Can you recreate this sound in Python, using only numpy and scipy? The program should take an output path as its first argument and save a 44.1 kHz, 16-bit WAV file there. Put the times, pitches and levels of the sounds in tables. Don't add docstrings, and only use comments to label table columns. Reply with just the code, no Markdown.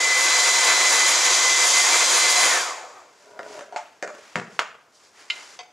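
import sys
import numpy as np
from scipy import signal
from scipy.fft import rfft, irfft
from scipy.io import wavfile
from scipy.ndimage import uniform_filter1d, minimum_filter1d

SR = 44100
rng = np.random.default_rng(int(sys.argv[2]) if len(sys.argv) > 2 else 0)


def unload_wav(signal):
    wavfile.write(
        sys.argv[1],
        SR,
        np.round(np.clip(np.atleast_2d(signal).T, -1, 1) * 32767).astype(np.int16),
    )


N = 252252
T = np.arange(N) / SR
HZ = np.maximum(np.fft.rfftfreq(N, 1 / SR), 1)


def amp(db):
    return 10 ** (np.asarray(db) / 20)


def unit(x):
    return x / np.sqrt(np.mean(x ** 2) + 1e-20)


def in_time(rows):
    s, *columns = np.transpose(rows)
    return [np.interp(T, s, c) for c in columns]


def at_hz(points, hz):
    f, value = np.transpose(points)
    return np.interp(np.log(hz), np.log(f), value)


def swell(middle_s, length_s):
    return .5 ** ((2 * (T - middle_s) / length_s) ** 2)


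def drift(corner_hz):
    spectrum = rfft(rng.standard_normal(N)) / (1 + (HZ / corner_hz) ** 2)
    return unit(irfft(spectrum, N))


def lift_db(hz, resonances):
    return sum(lift / (1 + (2 * (hz - centre) / width) ** 2) for centre, width, lift in resonances)


# frequency in Hz, unrelated side against mid in dB.
SIDE_WIDTH = [(60, -17), (200, -16), (500, -19.5), (1100, -12), (1700, -15), (2600, -10), (3500, -10),
              (4400, -15), (6000, -15.5), (7000, -16.5), (8000, -10.5), (9300, -4), (12500, -10),
              (14000, -7)]


def noise(colour, resonances=()):
    gain = amp(at_hz(colour, HZ) + lift_db(HZ, resonances))
    mid, side = rfft(rng.standard_normal((2, N))) * gain
    mid = irfft(mid, N)
    side = irfft(side * amp(at_hz(SIDE_WIDTH, HZ)), N)
    return (mid + side * [[1], [-1]]) / np.std(mid)


# frequency in Hz, decay by 60 dB in seconds.
ROOM_DECAY = [(125, 0.9), (500, 0.5), (1200, 0.52), (2800, 0.54), (6000, 0.36), (12000, 0.4)]
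# frequency in Hz, relative level in dB.
ECHO_COLOUR = [(100, -5.5), (700, 8), (1250, 4), (3000, 1.5), (7000, 6), (13000, -1)]


def workshop(early_db=2.0, early_s=0.03, gap_s=0.0017, scatter_db=3., spots=5):
    t, echo = T[:SR], 0
    wash = np.stack(np.split(noise(ECHO_COLOUR)[:, :spots * SR], spots, axis=1))
    edges_hz = np.geomspace(60, 15000, 9)
    for low, high in zip(edges_hz, edges_hz[1:]):
        band_pass = signal.butter(2, [low, high], "band", fs=SR, output="sos")
        band = signal.sosfilt(band_pass, np.roll(wash, int(low), axis=-1))
        t60_s = at_hz(ROOM_DECAY, np.sqrt(low * high))
        echo = echo + band * amp(-60 * t / t60_s)
    early = 1 + amp(early_db) * np.exp(-t / early_s)
    onset = 1 - np.exp(-(t / gap_s) ** 2)
    scatter = amp(scatter_db * drift(130)[:spots * SR].reshape(spots, 1, SR))
    echo = echo * early * onset * scatter
    return echo / np.sqrt(np.sum(echo ** 2) / (2 * spots))


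def with_echo(tones, echo, room_db):
    return tones + amp(room_db) * signal.fftconvolve(tones[None], echo, axes=1)[:, :N]


# frequency in Hz, relative level per Hz in dB.
FLOOR_COLOUR = [(25, -26), (55, -17), (85, 2), (130, -1), (250, 1.5), (600, 7), (1500, 1), (5000, -20),
                (14000, -20.5)]


def room_floor(level_db=-61.5):
    return amp(level_db) * noise(FLOOR_COLOUR)


def airflow(off_s=2.589, off_soft_s=0.045, half_flow_s=0.17):
    coasted_s = off_soft_s * np.logaddexp(0, (T - off_s) / off_soft_s)
    return 1 / (1 + coasted_s / half_flow_s)


LEAVE_S, LEAVE_DB_PER_S = 3.05, 63


def carried_off_db():
    return LEAVE_DB_PER_S * np.maximum(T - LEAVE_S, 0)


# time in seconds, tilt from 0 to 1.
DRYER_TILT = [(.85, 0.03), (1.15, 0.3), (1.45, 0.64), (1.7, 1), (1.9, 0.6), (2.1, 0)]
LOWER_S, LOWER_TAKES_S = 0.24, 0.048


def loudness(full_flow_db, raised_db, tilted_db, flow_power):
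    raised = (1 - np.tanh((T - LOWER_S) / LOWER_TAKES_S)) / 2
    tilt, = in_time(DRYER_TILT)
    level_db = full_flow_db + raised_db * raised + tilted_db * tilt - carried_off_db()
    return amp(level_db) * airflow() ** flow_power


# frequency in Hz, relative level per Hz in dB.
RUSH_COLOUR = [(40, -47), (70, -72), (110, -32.5), (200, -19.5), (255, -25.5), (330, -12), (500, -3),
               (800, 2.5), (1100, 2), (1600, -1.5), (2300, -0.5), (2900, -7), (4000, -9.5), (8000, -30.5)]
JET_COLOUR = [(60, -45), (1500, -42), (2800, -9), (3300, -0.5), (4200, -2.5), (5500, 0.5), (6900, 2),
              (7700, -1), (8600, -8.5), (10000, -39), (14000, -33)]
STUD_HISS_COLOUR = [(5000, -44), (7500, -7), (8800, 6), (10200, 4), (11500, -4), (13500, -15), (15000, -52)]
# centre in Hz, width in Hz, lift in dB.
HOUSING_RESONANCES = [(291, 21, 13), (358, 34, 8.5), (499.3, 31, 7.5), (724.3, 8.9, 10.5), (804, 46, -5),
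                      (932, 15, 6.5), (1041, 34, 6.5), (1132, 50, 4), (1262, 11, 8.5), (1428, 21, 5.5),
                      (1552, 77, 8.5), (1591, 42, -5), (1731, 29, 7.5), (1853, 35, 8), (2103, 210, 5.5),
                      (2340, 20, 12.5), (2553, 130, 6.5), (2820, 75, 2), (3137, 15, 10), (3380, 75, 1),
                      (4680, 190, 4), (4826, 33, 7.5), (6770, 95, 7), (7180, 180, 3)]
# middle in seconds, length in seconds,
# lift of the sharp hiss in dB, lift of the rush in dB.
STUD_PASSES = [(0.2, 0.087, 5, 1), (0.479, 0.12, 2, -0.5), (0.684, 0.069, 3, 3), (0.947, 0.12, 4, 1),
               (1.096, 0.042, 7, 2.5), (1.26, 0.035, 3, 1.5), (1.363, 0.044, 2, -0.5),
               (1.675, 0.11, 6.5, 0.5), (1.786, 0.072, 4, 0.5), (1.93, 0.19, 3, 1.5), (2.172, 0.1, 5, 2),
               (2.31, 0.033, 6, -1.5), (2.436, 0.074, 3.5, 1.5), (2.573, 0.41, 3, 1.5)]
DULL_ABOVE_HZ, DULL_FLOW_POWER = 1000, 1
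JET_SHARE = 0.24


def air(gust_db=.5, wander_db=1.0):
    hiss_lift_db = sum(db * swell(s, length) for s, length, db, _ in STUD_PASSES)
    rush_lift_db = sum(db * swell(s, length) for s, length, _, db in STUD_PASSES)
    flow = noise(RUSH_COLOUR, HOUSING_RESONANCES)
    low = irfft(rfft(flow) / (1 + (HZ / DULL_ABOVE_HZ) ** 4), N)
    flow = low + (flow - low) * airflow() ** DULL_FLOW_POWER
    rush_gain = loudness(full_flow_db=-23.5, raised_db=-3, tilted_db=-1.5, flow_power=2)
    jet_gain = loudness(full_flow_db=-20.5, raised_db=-3, tilted_db=0.5, flow_power=3.5)
    stud_gain = loudness(full_flow_db=-34, raised_db=-3.5, tilted_db=-1.5, flow_power=4)
    rush = rush_gain * amp(rush_lift_db + wander_db * drift(13.6)) * flow
    jet = jet_gain * amp(JET_SHARE * hiss_lift_db) * noise(JET_COLOUR, HOUSING_RESONANCES)
    studs = stud_gain * amp(hiss_lift_db) * noise(STUD_HISS_COLOUR)
    return rush + (jet + studs) * amp(gust_db * drift(43))


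RELEASE_S, RELEASE_TAKES_S = 2.455, 0.0086


def coasting():
    return (1 + np.tanh((T - RELEASE_S) / RELEASE_TAKES_S)) / 2


# time in seconds, blade rate in Hz.
BLADE_RATE = [(0, 2031), (.4, 2023), (1.2, 2023), (1.45, 2027), (1.9, 2055), (2.05, 2054), (2.45, 2033),
              (2.495, 2020), (2.525, 1860), (2.585, 1710), (2.645, 1380), (2.71, 1085), (2.77, 895),
              (2.85, 640), (2.93, 430), (3.0, 335), (3.1, 235), (3.4, 100)]


def blade_phase():
    return 2 * np.pi * np.cumsum(in_time(BLADE_RATE)[0]) / SR


# level at full flow in dB,
# change with the nozzle raised in dB, change when tilted in dB, power of the airflow.
BLADE_WHISTLES = [(-27, 4, 1, 2.27), (-29.5, -10, -13, 4.3), (-36, -7, 5.5, 4.6), (-44, -12, -15, 5),
                  (-54, -9, 2, 5)]
# middle in seconds, length in seconds,
# cut of the first, of the second and of the higher ones in dB (negative makes louder).
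WHISTLE_TURNS = [(1.19, 0.094, 9.8, -0.5, -5), (1.35, 0.083, 5.1, -2, -8), (1.59, 0.037, 7.5, 4, 6),
                 (1.69, 0.053, 15, 1, 1.5), (1.86, 0.056, 7.4, 10, 10), (2.0, 0.16, 2.6, -1, 3),
                 (2.13, 0.075, 18, 4, -7.5), (2.33, 0.056, 2.8, 5.5, 19)]


def fan(echo, waver_db=1.5, room_db=-14, jitter_rad=0.031, wander_rad=0.41):
    phase = blade_phase() + jitter_rad * drift(33) + wander_rad * drift(5.4)
    tones = 0
    for k, law in enumerate(BLADE_WHISTLES):
        cut_db = sum(cuts[min(k, 2)] * swell(s, length) for s, length, *cuts in WHISTLE_TURNS)
        gain = loudness(*law) * amp(waver_db * drift(12) - cut_db)
        tones = tones + gain * np.sin((k + 1) * phase)
    tones = np.sqrt(2) * tones * (1 - coasting())
    return with_echo(tones, echo, room_db)


# multiple of the blade rate, level in dB before WHINE_RESPONSE,
# fading in dB per second.
WHINE_TONES = [(8 / 11, -35, 48), (1, -26.5, 50), (2, -46.5, 13)]
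# frequency in Hz, gain in dB.
WHINE_RESPONSE = [(200, -34), (450, -13), (600, -6.5), (780, -4.5), (950, -1), (1300, -2), (1800, 2.5),
                  (3000, -11.5), (8000, -31)]
# centre in Hz, width in Hz, level in dB.
SWEPT_RINGS = [(746, 14, 8), (1254, 35, -3)]
RATIO_STEPS = 11


def run_down(echo, room_db=-6, flutter_db=1.6, jitter_rad=0.3):
    blade_hz = in_time(BLADE_RATE)[0]
    since_s = np.maximum(T - RELEASE_S, 0)
    phase = blade_phase() + jitter_rad * drift(34)
    tones = 0
    for multiple, db, fade_db_per_s in WHINE_TONES:
        response_db = at_hz(WHINE_RESPONSE, multiple * blade_hz)
        level_db = db - fade_db_per_s * since_s + response_db + flutter_db * drift(19)
        ratio = round(multiple * RATIO_STEPS) / RATIO_STEPS
        tones = tones + amp(level_db) * np.sin(ratio * phase)
    tones = np.sqrt(2) * tones * coasting() * amp(-carried_off_db())
    rings = 0
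    for hz, width_hz, db in SWEPT_RINGS:
        rings = rings + amp(db) * signal.lfilter(*signal.iirpeak(hz, hz / width_hz, fs=SR), tones)
    return with_echo(tones + rings, echo, room_db)


# frequency in Hz, relative level per Hz in dB.
HOLLOW_SWELL_COLOUR = [(200, -42), (560, -10), (800, -4), (1250, 6), (1550, -18), (5000, -34)]


def hollow_swell(middle_s=2.97, length_s=0.14, level_db=-49.5, grain_db=1.5):
    return amp(level_db + grain_db * drift(60)) * swell(middle_s, length_s) * noise(HOLLOW_SWELL_COLOUR)


# middle in seconds,
# length in seconds, dull shuffle in dB, swish in dB.
CLOTH_SWELLS = [(3.24, 0.22, -61, -62.5), (3.542, 0.15, -48.5, -50.5), (3.823, 0.16, -52, -65),
                (4.267, 0.32, -53, -58.5), (4.551, 0.064, -56, -58), (4.96, 0.048, -94, -61),
                (5.047, 0.082, -62, -58), (5.209, 0.1, -52.5, -55.5), (5.377, 0.12, -46, -48),
                (5.51, 0.14, -52.5, -52)]
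# frequency in Hz, relative level per Hz in dB.
SHUFFLE_COLOUR = [(60, -34), (140, -26), (300, 2.5), (600, 4), (1000, 8), (2200, 6.5), (3500, -0.5),
                  (6000, -22)]
SWISH_COLOUR = [(1500, -37), (3000, -3.5), (4800, 6), (7200, 4), (8500, -3), (11000, -9), (14000, -48)]
SHUFFLE_REST_DB, SWISH_REST_DB = -70.5, -68.5


def clothes(grain_db=1.0):
    shuffle = amp(SHUFFLE_REST_DB) + sum(amp(db) * swell(s, length) for s, length, db, _ in CLOTH_SWELLS)
    swish = amp(SWISH_REST_DB) + sum(amp(db) * swell(s, length) for s, length, _, db in CLOTH_SWELLS)
    return (shuffle * noise(SHUFFLE_COLOUR) + swish * noise(SWISH_COLOUR)) * amp(grain_db * drift(110))


# full strength at seconds, held for seconds, strength in dB before drag_db.
CORD_PULLS = [(3.29, 0.018, -50), (3.35, 0.07, -45.5), (3.445, 0.029, -40.5), (3.55, 0.04, -33.5),
              (3.72, 0.024, -42)]
# frequency in Hz, relative level per Hz in dB.
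CORD_COLOUR = [(80, -58), (250, 0), (450, -0.5), (700, 7), (1100, -4), (1700, -8), (3000, -12), (6000, -31)]
# centre in Hz, width in Hz, lift in dB.
TRAY_HOLLOW = [(419, 37, 21), (600, 110, 17.5), (972, 54, 17), (1450, 200, 18)]
PULL_RISE_DB_PER_S, PULL_FALL_DB_PER_S = 147.5, 450


def cord(drag_db=-6.0, slip_db=1.8, grain_db=2.5):
    pull = 0
    for s, held_s, db in CORD_PULLS:
        rise_db = PULL_RISE_DB_PER_S * np.maximum(s - T, 0)
        fall_db = PULL_FALL_DB_PER_S * np.maximum(T - s - held_s, 0)
        pull = pull + amp(db - rise_db - fall_db)
    slips = unit(amp(slip_db * drift(55) + grain_db * drift(200)))
    return amp(drag_db) * pull * slips * noise(CORD_COLOUR, TRAY_HOLLOW)


def ring(force, hz, t60_s):
    r, w = amp(-60 / (t60_s * SR)), 2 * np.pi * hz / SR
    return signal.lfilter([0, np.sin(w)], [1, -2 * r * np.cos(w), r * r], force + 1e-18)


# frequency in Hz, relative level per Hz in dB.
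CRACK_COLOUR = [(100, -16), (300, -12), (1000, 11.5), (2500, 7), (4000, -2), (7200, 0), (9000, -11.5),
                (11500, -28), (14000, -50)]
TOUCHES_PER_S = 1500


def struck(hits, modes, echoes, crack_t60_s, radiate_hz, chatter_db, chatter_t60_s, left_db):
    out, t, grit = np.zeros((2, N + SR)), T[:SR], noise(CRACK_COLOUR)
    radiation = signal.butter(2, radiate_hz, "high", fs=SR, output="sos")
    for i, (s, db, contact_hz, crack_db, room_db) in enumerate(hits):
        at = int(s * SR)
        touches = rng.random(SR) < TOUCHES_PER_S / SR
        chatter = touches * rng.standard_normal(SR) * amp(-60 * t / chatter_t60_s)
        force = (t == 0) + amp(chatter_db) * chatter / np.linalg.norm(chatter)
        soft = np.exp(-2 * np.pi * contact_hz / SR)
        force = signal.lfilter([(1 - soft) ** 2], [1, -2 * soft, soft ** 2], force + 1e-18)
        body = 0
        for k, (hz, mode_db, t60_s) in enumerate(modes):
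            body = body + (-1) ** k * amp(mode_db) * ring(force, hz, t60_s)
        crack = amp(crack_db - 60 * t / crack_t60_s) * np.roll(grit, at, axis=1)[:, :SR] / 2
        direct = signal.sosfilt(radiation, body + crack)
        echo = echoes[i % len(echoes)]
        wet = signal.fftconvolve(direct.mean(axis=0)[None], echo, axes=1)[:, :SR]
        out[:, at:at + SR] += amp(db) * (direct + amp(room_db) * wet)
    return out[:, :N] * amp(left_db * np.array([[.5], [-.5]]))


# time in seconds, strength in dB, contact brightness in Hz, relative crack in dB, room in dB.
TRAY_BLOWS = [(3.392, -22.5, 7000, -9.5, -6), (3.400, -29, 1500, -19, -20), (3.431, -32, 5000, -3, -8),
              (3.592, -34.5, 3000, 8, -2.5), (3.609, -31, 5000, -2, -4.5), (4.026, -19, 8000, 2, -3),
              (4.076, -30, 2800, 4, -1), (4.15, -35, 4000, 1, -12), (4.184, -44, 3500, 7, -11)]
# mode in Hz, level in dB, decay by 60 dB in seconds.
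TRAY_MODES = [(437, -7, 0.015), (562, -4, 0.085), (650, 2, 0.012), (990, -11.5, 0.025), (1400, -2, 0.012),
              (1548, -12.5, 0.081), (1750, -1, 0.0085), (2200, -15, 0.017), (4770, -24, 0.028),
              (7800, -21, 0.012)]


def tray_knocks(echoes):
    return struck(TRAY_BLOWS, TRAY_MODES, echoes, crack_t60_s=0.016, radiate_hz=280,
                  chatter_db=-7.0, chatter_t60_s=0.19, left_db=-.3)


# time in seconds, strength in dB, contact brightness in Hz, relative crack in dB, room in dB.
DRYER_BLOWS = [(3.7245, -34, 3500, -11, -3), (3.7612, -20, 9000, -6.5, -10)]
# mode in Hz, level in dB, decay by 60 dB in seconds.
DRYER_MODES = [(575, -10, 0.055), (730, 0, 0.041), (843, -9, 0.13), (920, 3, 0.024), (1010, -15, .04),
               (1420, -10, 0.038), (1780, -26, 0.11), (2140, -15, 0.048), (2900, -33, 0.057),
               (4450, -9, 0.02)]


def dryer_knocks(echoes):
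    return struck(DRYER_BLOWS, DRYER_MODES, echoes, crack_t60_s=0.17, radiate_hz=450,
                  chatter_db=-8.5, chatter_t60_s=0.064, left_db=-0.5)


# time in seconds, strength in dB, contact brightness in Hz, relative crack in dB, room in dB.
THUD_BLOWS = [(4.3555, -24, 2000, -34, -5.5), (4.379, -25.5, 1600, -30, -12), (4.393, -35, 1400, -29, -13),
              (4.411, -38, 1400, -30, -7), (4.432, -42, 1500, -14, -7), (4.479, -50, 1200, -14, 4),
              (4.5925, -46, 1500, -22, 1)]
# mode in Hz, level in dB, decay by 60 dB in seconds.
BENCH_TOP_MODES = [(121, -3, 0.046), (164, 5, 0.026), (237, -4.5, 0.056), (373, 2, 0.024),
                   (476, -2.5, 0.028), (760, 0, 0.014)]


def bench_thuds(echoes):
    return struck(THUD_BLOWS, BENCH_TOP_MODES, echoes, crack_t60_s=.03, radiate_hz=75,
                  chatter_db=-2.5, chatter_t60_s=0.065, left_db=1.0)


# time in seconds, strength in dB, contact brightness in Hz, relative crack in dB, room in dB.
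HANDLE_BLOWS = [(4.3567, -6, 8000, -13, -7), (4.3855, -22, 6000, -9, -5.5), (4.398, -16.5, 5000, -14, -10),
                (4.416, -26, 4000, -13, 1)]
# mode in Hz, level in dB, decay by 60 dB in seconds.
HANDLE_MODES = [(630, -7, 0.0076), (1390, 1, 0.0039), (1930, 0.5, 0.0047), (2580, -4.5, 0.0032),
                (4000, -9.5, 0.0025), (5070, -16, 0.0034)]


def handle_knocks(echoes):
    return struck(HANDLE_BLOWS, HANDLE_MODES, echoes, crack_t60_s=0.047, radiate_hz=400,
                  chatter_db=-14.0, chatter_t60_s=0.14, left_db=0.0)


# time in seconds, strength in dB, contact brightness in Hz, relative crack in dB, room in dB.
BENCH_BLOWS = [(4.5921, -2.5, 7500, -9.5, -13.5), (4.5951, -14, 6000, -7.5, -8.5),
               (4.5995, -15.5, 4500, -11, 1.5)]
# mode in Hz, level in dB, decay by 60 dB in seconds.
BENCH_MODES = [(710, -21, 0.0072), (1090, -16, 0.0023), (1310, 6, 0.0032), (2750, 0, 0.0038),
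               (3300, -4.5, 0.0053), (4270, -6, 0.0023), (5100, -10.5, 0.005)]


def bench_knocks(echoes):
    return struck(BENCH_BLOWS, BENCH_MODES, echoes, crack_t60_s=0.036, radiate_hz=520,
                  chatter_db=-24.0, chatter_t60_s=0.09, left_db=-1.0)


# time in seconds, strength in dB, contact brightness in Hz, relative crack in dB, room in dB.
TOOL_BLOWS = [(5.3005, -17, 9000, -9, -7.5), (5.3042, -20, 9000, -7, -9.5), (5.3074, -33, 9000, 0, -3)]
# mode in Hz, level in dB, decay by 60 dB in seconds.
TOOL_MODES = [(980, -23, 0.039), (1414, -22.5, 0.14), (2100, -6.5, 0.039), (2450, -8.5, 0.018),
              (2690, -7, 0.016), (3000, -1.5, 0.019), (3200, -8, 0.022), (3530, -7, .016),
              (3900, -5, 0.022), (4230, -9, 0.02), (4810, -13, 0.018), (5250, -17, .02), (7050, -17, .018)]


def tool_clinks(echoes):
    return struck(TOOL_BLOWS, TOOL_MODES, echoes, crack_t60_s=0.039, radiate_hz=1210,
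                  chatter_db=0.0, chatter_t60_s=0.024, left_db=-1.0)


# time in seconds, strength in dB, contact brightness in Hz, relative crack in dB, room in dB.
PAN_BLOWS = [(5.590, -36, 9000, 1.5, -5.5), (5.606, -38.5, 4000, -5, -12), (5.632, -42, 1500, -4, -7)]
# mode in Hz, level in dB, decay by 60 dB in seconds.
PAN_MODES = [(463, -6, 0.03), (727, -7, 0.22), (851, -12, .2), (1030, -7.5, 0.079), (2040, -8, 0.1),
             (2250, -17, .25), (2440, -6, .05), (2610, -5, 0.07), (2980, -12, .17), (3220, -6, 0.1),
             (3520, -3, 0.05), (3720, -1, .03), (4540, -4, 0.082), (4750, -8, .03), (5005, 1.5, 0.04),
             (6060, -1, 0.05), (6400, -3, .025), (7930, -12, .04)]


def pan_clinks(echoes):
    return struck(PAN_BLOWS, PAN_MODES, echoes, crack_t60_s=0.049, radiate_hz=350,
                  chatter_db=-9.0, chatter_t60_s=0.056, left_db=0.5)


def scene():
    echoes = workshop()
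    dryer = air() + fan(echoes[0]) + run_down(echoes[1])
    soft_noises = hollow_swell() + clothes() + cord()
    blows = tray_knocks(echoes) + dryer_knocks(echoes) + bench_thuds(echoes) + handle_knocks(echoes)
    blows = blows + bench_knocks(echoes) + tool_clinks(echoes) + pan_clinks(echoes)
    return room_floor() + dryer + soft_noises + blows


def limiter(x, peak=.95, size=129):
    room_left = np.minimum(1, peak / (np.abs(x).max(axis=0) + 1e-9))
    return x * uniform_filter1d(minimum_filter1d(room_left, size), size)


# frequency in Hz, left against right in dB.
PORT_LEAN = [(100, 0.3), (700, 0.5), (1100, 2), (2000, 0.5), (3700, 1.5), (5000, 0), (7200, -1), (8600, -4),
             (10000, 2), (11500, 3.5), (14000, 1)]
# frequency in Hz, phase lead of the left port in radians.
PORT_LEAD = [(200, -0.079), (1000, -0.28), (3000, -0.069), (7000, -0.015), (8000, -0.47), (9500, -1.55),
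             (11000, -1.34), (13000, -0.63)]
MIC_LOW_HZ, CUTOFF_HZ = 86, 14100


def record(dry):
    ports = np.array([[.5], [-.5]])
    fade_in = np.minimum(T / .006, 1)
    lean = amp(ports * at_hz(PORT_LEAN, HZ))
    lead = np.exp(1j * ports * at_hz(PORT_LEAD, HZ))
    heard = irfft(rfft(dry * fade_in) * lean * lead, N)
    heard = signal.sosfilt(signal.butter(2, MIC_LOW_HZ, "high", fs=SR, output="sos"), heard)
    heard = limiter(heard)
    return signal.sosfilt(signal.ellip(12, .1, 80, CUTOFF_HZ, fs=SR, output="sos"), heard)


dry = scene()
out = record(dry)
unload_wav(out)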